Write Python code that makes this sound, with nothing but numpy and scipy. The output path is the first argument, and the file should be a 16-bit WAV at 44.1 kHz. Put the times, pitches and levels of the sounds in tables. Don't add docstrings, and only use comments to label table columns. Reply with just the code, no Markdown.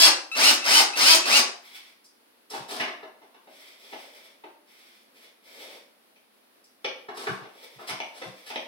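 import sys
import numpy as np
from scipy import signal
from scipy.fft import rfft, irfft
from scipy.io import wavfile

SR = 44100
rng = np.random.default_rng(int(sys.argv[2]) if len(sys.argv) > 2 else 0)


def unload_audio(sound):
    columns = np.transpose(np.atleast_2d(sound))
    steps = np.round(np.clip(columns, -1, 1) * 32767)
    wavfile.write(sys.argv[1], SR, steps.astype(np.int16))


N = 382499
T = np.arange(N) / SR

# press, rotor start and braking in
# seconds, top tooth rate in Hz, sluggishness of the run-up, then level, treble, squeal and whistle in dB.
TRIGGER_PULLS = [(-.19, -0.172, 0.068, 1705, 1.35, -15, 0.5, -39, 1),
                 (0.315, 0.35, 0.5, 1480, 1.55, -16, -1.5, -30, -2),
                 (0.62, 0.639, 0.795, 1552, 1.5, -16.5, -.5, -31.5, -6),
                 (0.933, .955, 1.138, 1634, 1.15, -16.5, .5, -31.5, 1),
                 (1.233, 1.248, 1.383, 1432, 1.55, -16.7, -2, -32, -5)]
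def drill(run_up_share=.88, kick_share=.33, kick_s=.018, sag_share=.03, sag_s=.025, brake_s=.033):
    size, teeth_per_turn = 70000, 5
    t = T[:size]
    speed, tooth_hz, gain, treble_gain, whistle = np.zeros((5, size))
    for _, start, brake, top_hz, sluggish, db, treble_db, _, whistle_db in TRIGGER_PULLS:
        progress = np.clip((np.minimum(t, brake) - start) / (run_up_share * (brake - start)), 0, 2)
        run_up = np.sin(np.pi / 2 * progress) ** sluggish
        kick = np.clip((t - start) / kick_s, 0, 1)
        sag = 1 - sag_share * np.clip(1 + (t - brake) / sag_s, 0, 1) ** 2
        drive = kick * (kick_share + (1 - kick_share) * run_up) * sag
        braking = np.clip(1 - (t - brake) / brake_s, 0, 1)
        spin = drive * braking
        speed += spin
        tooth_hz += top_hz * spin
        gain += undb(db) * drive ** .35 * braking
        treble_gain += undb(treble_db) * spin ** .67
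        whistle += undb(whistle_db) * spin ** 5
    grip = 1 + .005 * walk(600, size)
    rotor_phase = 2 * np.pi * np.cumsum(tooth_hz * grip) / SR / teeth_per_turn
    whine = gear_whine(rotor_phase, speed, whistle)
    rattle = gear_rattle(rotor_phase, speed) + chuck_jingle(size)
    low = cut(rattle, 2000, "low")
    rattle = low + treble_gain * (rattle - low)
    return np.pad(gain * rattle, (0, N - size)), np.pad(gain * whine, (0, N - size))


# multiple of the rotor rate, level in dB, power of growth with speed.
GEAR_PARTIALS = [(1, -24, .3), (2, -23, .7), (3, -21, 1), (4, -23, 1), (5, -16, .3), (10, -2, 1.9),
                 (14, -18, 2), (16, -17, 3), (17, -18, 3), (20, -19, 3), (25, -18, 3), (30, -18, 3),
                 (35, -20, 4)]
def gear_whine(rotor_phase, speed, whistle, level_db=1):
    size = len(speed)
    whine = sum(undb(db + 2.5 * walk(170, size)) * speed ** growth * np.sin(k * rotor_phase)
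                for k, db, growth in GEAR_PARTIALS)
    whine += whistle * undb(2 * walk(170, size)) * np.sin(15 * rotor_phase)
    return undb(level_db) * whine


# frequency in Hz, level in dB.
GEARBOX_SPECTRUM = [(120, -57), (200, -24), (253, -14), (471, -12), (728, -0.5), (842, -5), (1190, -4),
                    (2210, -2), (2900, -1.5), (3550, -4.5), (4300, -0.5), (5050, -0.5), (7350, -8.5),
                    (8500, -5.5), (12000, -13.5), (15500, -13.5)]
# frequency in Hz, width in Hz, level in dB.
HOUSING_MODES = [(682, 82, 10), (1140, 110, -9.5), (3700, 120, -10.5), (4470, 40, -7), (5400, 380, 6)]
def gear_rattle(rotor_phase, speed, throb=.45, rasp_db=-3, housing_db=-9.5):
    size, harmonics = len(speed), 45
    bunching = 1 + throb * np.sin(rotor_phase)
    loose = unit(grains(spread_db=2.5, size=size) * bunching * undb(2.5 * walk(300, size)))
    rasp = sum(undb(4 * walk(25, size)) * np.sin(k * rotor_phase + 2 * np.pi * rng.random())
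               for k in range(2, harmonics)) * np.sqrt(2 / harmonics)
    strikes = loose + undb(rasp_db) * speed * rasp
    return unit(colour(strikes, GEARBOX_SPECTRUM) + undb(housing_db) * ring(strikes, HOUSING_MODES))


# frequency in Hz, width in Hz, level in dB.
CHUCK_MODES = [(5894, 70, 2.5), (6300, 140, -2), (8350, 22, -1.5), (9300, 110, -2), (9900, 80, -0.5),
               (10430, 77, -0.5), (11600, 50, -10.5), (13300, 83, -7), (14500, 90, -6.5)]
def chuck_jingle(size, level_db=-11.5):
    impacts = grains(spread_db=7, size=size) * undb(3 * walk(200, size))
    return undb(level_db) * ring(impacts, CHUCK_MODES)


# start in seconds, level in dB.
LOCK_CLICKS = [(.538, -31), (.812, -28.5), (1.147, -22.5), (1.366, -26)]
# frequency in Hz, level in dB.
LOCK_SPECTRUM = [(500, -25), (2500, -15), (5000, -6), (7500, -2), (10000, -7), (16000, -14)]
def clacks(take_up_s=.022, take_up_db=-18.5, clack_delay_s=.009, clack_db=-8, thud_db=-5):
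    take_up, clack, lock = np.zeros((3, N))
    for _, start, brake, _, _, db, *_ in TRIGGER_PULLS:
        if start > 0:
            add(take_up, start + take_up_s, undb(db + take_up_db) * blow(chatter_s=.016))
        add(clack, brake + clack_delay_s, undb(db + clack_db) * blow(chatter_s=.0045))
    for start, db in LOCK_CLICKS:
        add(lock, start, undb(db) * blow(chatter_s=.008))
    thud = colour(take_up + undb(thud_db) * clack, WALL_SPECTRUM)
    return colour(clack, GEARBOX_SPECTRUM) + thud + colour(lock, LOCK_SPECTRUM)


# multiple of the switching rate, level in dB.
WINDING_PARTIALS = [(1, -16), (2, -1), (3, -12), (4, -22), (5, -26.5), (7, -29)]
def squeals(switching_hz=1302, bend=.055, overlap_s=.011, buzz_db=-17):
    out = np.zeros(N)
    for pressed, start, *_, db, _ in TRIGGER_PULLS:
        size = int((start - pressed + overlap_s) * SR)
        hz = switching_hz * (1 + bend * np.linspace(0, 1, size) ** 2)
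        phase = 2 * np.pi * np.cumsum(hz * (1 + .018 * walk(900, size))) / SR
        tone = unit(sum(undb(partial_db) * np.sin(k * phase) for k, partial_db in WINDING_PARTIALS))
        buzz = colour(rng.standard_normal(size) * (1 + np.sin(phase)), GEARBOX_SPECTRUM)
        add(out, pressed, undb(db) * (tone + undb(buzz_db) * buzz) * signal.windows.tukey(size, .05))
    return out


# start in seconds, wall level in dB, pitch of the struck spot in Hz,
# levels of the mount's hollow and shell in dB, chatter in seconds.
MOUNT_KNOCKS = [(2.532, -38.5, 960, -50, -59, 0.017), (2.795, -32, 1890, -60, -32, 0.019),
                (2.875, -41, 1930, -57, -46, 0.011), (3.028, -45.5, 795, -57, -59.5, 0.011),
                (3.215, -59, 950, -59.5, -65, 0.018), (3.34, -58, 1210, -77, -64, 0.013),
                (3.472, -55.5, 880, -56, -69, 0.007), (3.925, -48.5, 885, -44.5, -45.5, 0.01),
                (4.438, -47, 750, -49, -72, 0.0061), (6.157, -85, 1400, -79, -63, 0.008),
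                (6.845, -39.5, 854, -34, -32, 0.005), (7.085, -39, 890, -51, -64, 0.0084),
                (7.269, -31, 1430, -45, -54, 0.0075), (7.415, -54.5, 1250, -50.5, -54.5, 0.044),
                (7.785, -46.5, 1240, -60, -66, 0.032), (7.887, -38, 1520, -50, -36.5, 0.019),
                (8.002, -45, 1020, -40, -37.5, 0.0014), (8.216, -39, 690, -70, -45, 0.009),
                (8.5, -43, 970, -48, -42, 0.011), (8.558, -43, 940, -39.5, -34, 0.0032)]
# frequency in Hz, level in dB.
WALL_SPECTRUM = [(90, -30), (170, -11), (260, -1.5), (480, -2.5), (850, 0), (1500, -2.5), (2200, -8.5),
                 (4000, -16.5), (8000, -40.5), (16000, -50.5)]
# frequency in Hz, width in Hz, level in dB.
HOLLOW_MODES = [(442, 174, -5.5), (568, 78, 0), (902, 69, -3)]
SHELL_MODES = [(1955, 234, -2), (2340, 260, 5.5), (2660, 450, 1.5), (3030, 300, 2.5), (3440, 460, -2.5),
               (4440, 160, -10), (4950, 300, -9), (5930, 260, -10)]
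def knocks(spot_width_hz=480, spot_db=-3.5, edge_db=-23.5):
    wall, spots, hollow, shell = np.zeros((4, N))
    for start, wall_db, spot_hz, hollow_db, shell_db, chatter_s in MOUNT_KNOCKS:
        contact = blow(chatter_s)
        push = undb(wall_db) * np.sqrt(.5) * contact
        spot = ring(np.pad(push, (0, len(push))), [(spot_hz, spot_width_hz, 0)])
        add(wall, start, push)
        add(spots, start, undb(spot_db) * spot)
        add(hollow, start, undb(hollow_db) * contact)
        add(shell, start, undb(shell_db) * contact)
    mount = plastic(hollow, HOLLOW_MODES) + plastic(shell, SHELL_MODES)
    edge = undb(edge_db) * colour(shell, EDGE_SPECTRUM)
    return colour(wall, WALL_SPECTRUM) + spots + mount + edge


def plastic(force, modes):
    return cut(ring(force, modes), 206, "high", order=2)


# start in seconds, level in dB, chatter in seconds.
EDGE_TICKS = [(2.04, -57, 0.017), (2.502, -47, 0.0046), (6.64, -62.5, .01), (6.844, -59, .003),
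              (7.89, -43.5, 0.014)]
# frequency in Hz, level in dB.
EDGE_SPECTRUM = [(200, -56), (1500, -32), (3500, -20), (5200, 3.5), (6800, -11.5), (9000, -1.5),
                 (16000, -22)]
def ticks():
    contacts = np.zeros(N)
    for start, db, chatter_s in EDGE_TICKS:
        add(contacts, start, undb(db) * blow(chatter_s))
    return colour(contacts, EDGE_SPECTRUM)


# start and length in seconds, grit level and wall level in dB.
TILE_SCRAPES = [(2.493, 0.16, -39, -47), (2.676, 0.21, -34.5, -39.5), (7.137, 0.28, -41, -45.5),
                (7.868, 0.058, -33.5, -69), (8.123, 0.27, -48.5, -55), (8.456, 0.08, -41.5, -64)]
# frequency in Hz, level in dB.
GRIT_SPECTRUM = [(150, -11), (600, -3.5), (2200, 1), (5000, 1.5), (6800, -9.5), (9000, -4.5),
                 (12000, -10.5), (16000, -18)]
def scrapes():
    grit, wall = np.zeros((2, N))
    for start, length_s, grit_db, wall_db in TILE_SCRAPES:
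        slide = stroke(length_s, rise=.17, fall=.83, spread_db=6.5, catch_db=3.5, catch_rate=102)
        add(grit, start, undb(grit_db) * slide)
        add(wall, start, undb(wall_db) * slide)
    return colour(grit, GRIT_SPECTRUM) + colour(wall, WALL_SPECTRUM)


# start and length in seconds, friction level and hollow level in dB.
HAND_RUBS = [(1.615, 0.32, -47.5, -86), (3.472, 0.39, -53, -61.5), (3.769, 0.42, -49.5, -55.5),
             (4.111, 0.26, -53.5, -60), (4.651, 0.43, -56, -70.5), (5.131, 0.2, -55, -62),
             (5.41, 0.45, -52, -60), (5.528, 0.29, -47.5, -49), (7.471, 0.79, -52.5, -56),
             (8.299, 0.46, -54.5, -64)]
# frequency in Hz, level in dB.
RUB_SPECTRUM = [(100, -42), (250, -8), (650, -12), (1250, -4.5), (1700, -3), (2050, 5), (2400, 5.5),
                (2800, -3.5), (3400, 5), (3900, -1.5), (5200, -0.5), (6800, -12.5), (9000, -6.5),
                (12000, -10), (16000, -9)]
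def rubs():
    friction, hollow = np.zeros((2, N))
    for start, length_s, db, hollow_db in HAND_RUBS:
        slide = stroke(length_s, rise=.15, fall=.48, spread_db=1, catch_db=3, catch_rate=35.2)
        add(friction, start, undb(db) * slide)
        add(hollow, start, undb(hollow_db) * cut(slide, 670, "low"))
    return colour(friction, RUB_SPECTRUM) + plastic(hollow, HOLLOW_MODES)


def stroke(length_s, rise, fall, spread_db, catch_db, catch_rate):
    size = int(length_s * SR)
    along = np.linspace(0, 1, size)
    pressure = np.clip(np.minimum(along / rise, (1 - along) / fall), 0, 1)
    return pressure * unit(grains(spread_db, size) * undb(catch_db * walk(catch_rate, size)))


def blow(chatter_s, clean_s=.0025, build_share=.22, size=2048):
    t = T[:size]
    envelope = np.exp(-t / chatter_s) * (1 - np.exp(-t / (build_share * chatter_s)))
    chatter = unit(rng.standard_normal(size) * envelope)
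    tap_share = np.exp(-chatter_s / clean_s)
    return np.sqrt(1 - tap_share) * chatter + np.sqrt(tap_share) * unit(signal.unit_impulse(size))


# start in seconds, relative level in dB.
LOW_THUMPS = [(2.576, -49.5), (2.778, -53.5), (7.283, -38), (7.4, -52), (7.746, -58), (7.899, -49),
              (8.252, -48)]
# frequency in Hz, level in dB, time to fall 60 dB in seconds.
BOOM_MODES = [(71, -15, 0.15), (126, 2.5, 0.15), (151, 6, 0.11), (191.5, -8, 0.37)]
def thumps(swell_s=.031):
    out, t = np.zeros(N), T[:8192]
    swell = np.minimum(t / swell_s, 1) ** 2
    for start, db in LOW_THUMPS:
        boom = swell * sum(undb(mode_db - 60 * t / t60) * np.sin(2 * np.pi * (hz * t + rng.random()))
                           for hz, mode_db, t60 in BOOM_MODES)
        add(out, start, undb(db) * 2 * boom / np.abs(boom).max())
    return out


# frequency in Hz, time to fall 60 dB in seconds at a decay_share of 1.
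TILE_DECAY = [(125, 0.038), (300, 0.52), (700, 0.59), (1500, 0.49), (3200, 0.44), (6000, 0.42),
              (13000, 0.19)]
SIDE = np.array([[1], [-1]])
def room(x, direct_db, lag_s, shared_hz, decay_share, size=32768):
    t, freqs = T[:size], np.fft.rfftfreq(size, 1 / SR)
    band_hz, t60s = np.transpose(TILE_DECAY)
    likeness = np.exp(-(freqs / shared_hz) ** 2)
    mid, side = rfft(rng.standard_normal((2, size)))
    field = mid * np.sqrt(1 + likeness) + SIDE * side * np.sqrt(1 - likeness)
    response = np.zeros((2, size))
    for band, t60 in zip(np.eye(len(band_hz)), t60s):
        weight = np.interp(np.log(freqs + 1), np.log(band_hz), band)
        response += irfft(field * weight) * undb(-60 * t / (decay_share * t60))
    response *= np.clip(t / .0011, 0, 1)
    response /= np.linalg.norm(response[0])
    response[0, 0] += undb(direct_db)
    response[1, int(lag_s * SR)] += undb(direct_db)
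    return np.array([through(x, channel) for channel in response])


# frequency in Hz, level in dB.
HISS_SPECTRUM = [(30, -26.5), (100, -19), (160, -19.5), (220, 1), (330, -2), (500, -2.5), (1000, -7.5),
                 (2000, -10), (4500, -13.5), (7000, -23.5), (10000, -17), (16000, -18)]
def background(hiss_db=-65, tone_hz=10042, tone_db=-77.5):
    mid, side = (colour(rng.standard_normal(N), HISS_SPECTRUM) for _ in range(2))
    hiss = undb(hiss_db + .7 * walk(14)) * (mid + undb(1.5) * cut(side, 450, "high") * SIDE)
    phase = 2 * np.pi * np.cumsum(tone_hz + 9 * walk(150)) / SR
    return hiss + undb(tone_db) * unit(np.array([np.sin(phase), np.cos(phase)]))


def undb(db):
    return 10 ** (np.asarray(db) / 20)


def unit(x):
    return x / np.sqrt(np.mean(x ** 2) + 1e-20)


def add(track, start_s, x):
    i = max(int(start_s * SR), 0)
    track[i:i + len(x)] += x[:max(N - i, 0)]


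def grains(spread_db, size):
    return unit(rng.standard_normal(size) * undb(spread_db * np.minimum(rng.exponential(size=size), np.pi)))


def walk(rate, size=N):
    turns = np.arange(size // 20)
    return np.interp(T[:size] * rate, turns, rng.standard_normal(len(turns)))


def cut(x, hz, kind, order=1):
    return signal.sosfilt(signal.butter(order, hz, kind, fs=SR, output="sos"), x)


def through(x, response):
    return signal.oaconvolve(x, response / np.linalg.norm(response))[:len(x)]


def colour(x, points, size=2048):
    hz, db = np.transpose(points)
    outline = np.interp(np.log(np.fft.rfftfreq(size, 1 / SR) + 1), np.log(hz), db)
    cepstrum = irfft(np.log(undb(outline)))
    cepstrum[1:size // 2] *= 2
    cepstrum[size // 2 + 1:] = 0
    return through(x, irfft(np.exp(rfft(cepstrum))))


def ring(x, modes):
    t = T[:4096]
    response = sum((-1) ** k * undb(db) * width * np.exp(-np.pi * width * t) * np.sin(2 * np.pi * hz * t)
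                   for k, (hz, width, db) in enumerate(modes))
    return through(x, response)


def scene():
    rattle, whine = drill()
    clatter = cut(rattle + clacks(), 235, "high", order=5)
    near = room(clatter, direct_db=-1, lag_s=.00027, shared_hz=604, decay_share=.84)
    tones = cut(whine + squeals(), 235, "high", order=5)
    near += room(tones, direct_db=5, lag_s=.0001, shared_hz=600, decay_share=.65)
    handling = cut(knocks() + ticks() + scrapes() + rubs(), 144, "high", order=2)
    far = room(handling, direct_db=-3.5, lag_s=.00026, shared_hz=650, decay_share=1)
    booms = thumps() + undb(-7) * thumps() * SIDE
    return near * undb([[.3], [-.8]]) + far * undb([[.8], [.2]]) + booms + background()


def record(dry, ceiling=.85, bass_hz=60, top_hz=15800):
    rounded = dry / (1 + (dry / ceiling) ** 6) ** (1 / 6)
    thinned = cut(rounded, bass_hz, "high", order=2)
    return signal.sosfilt(signal.ellip(10, .2, 80, top_hz, fs=SR, output="sos"), thinned)


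dry = scene()
out = record(dry)
unload_audio(out)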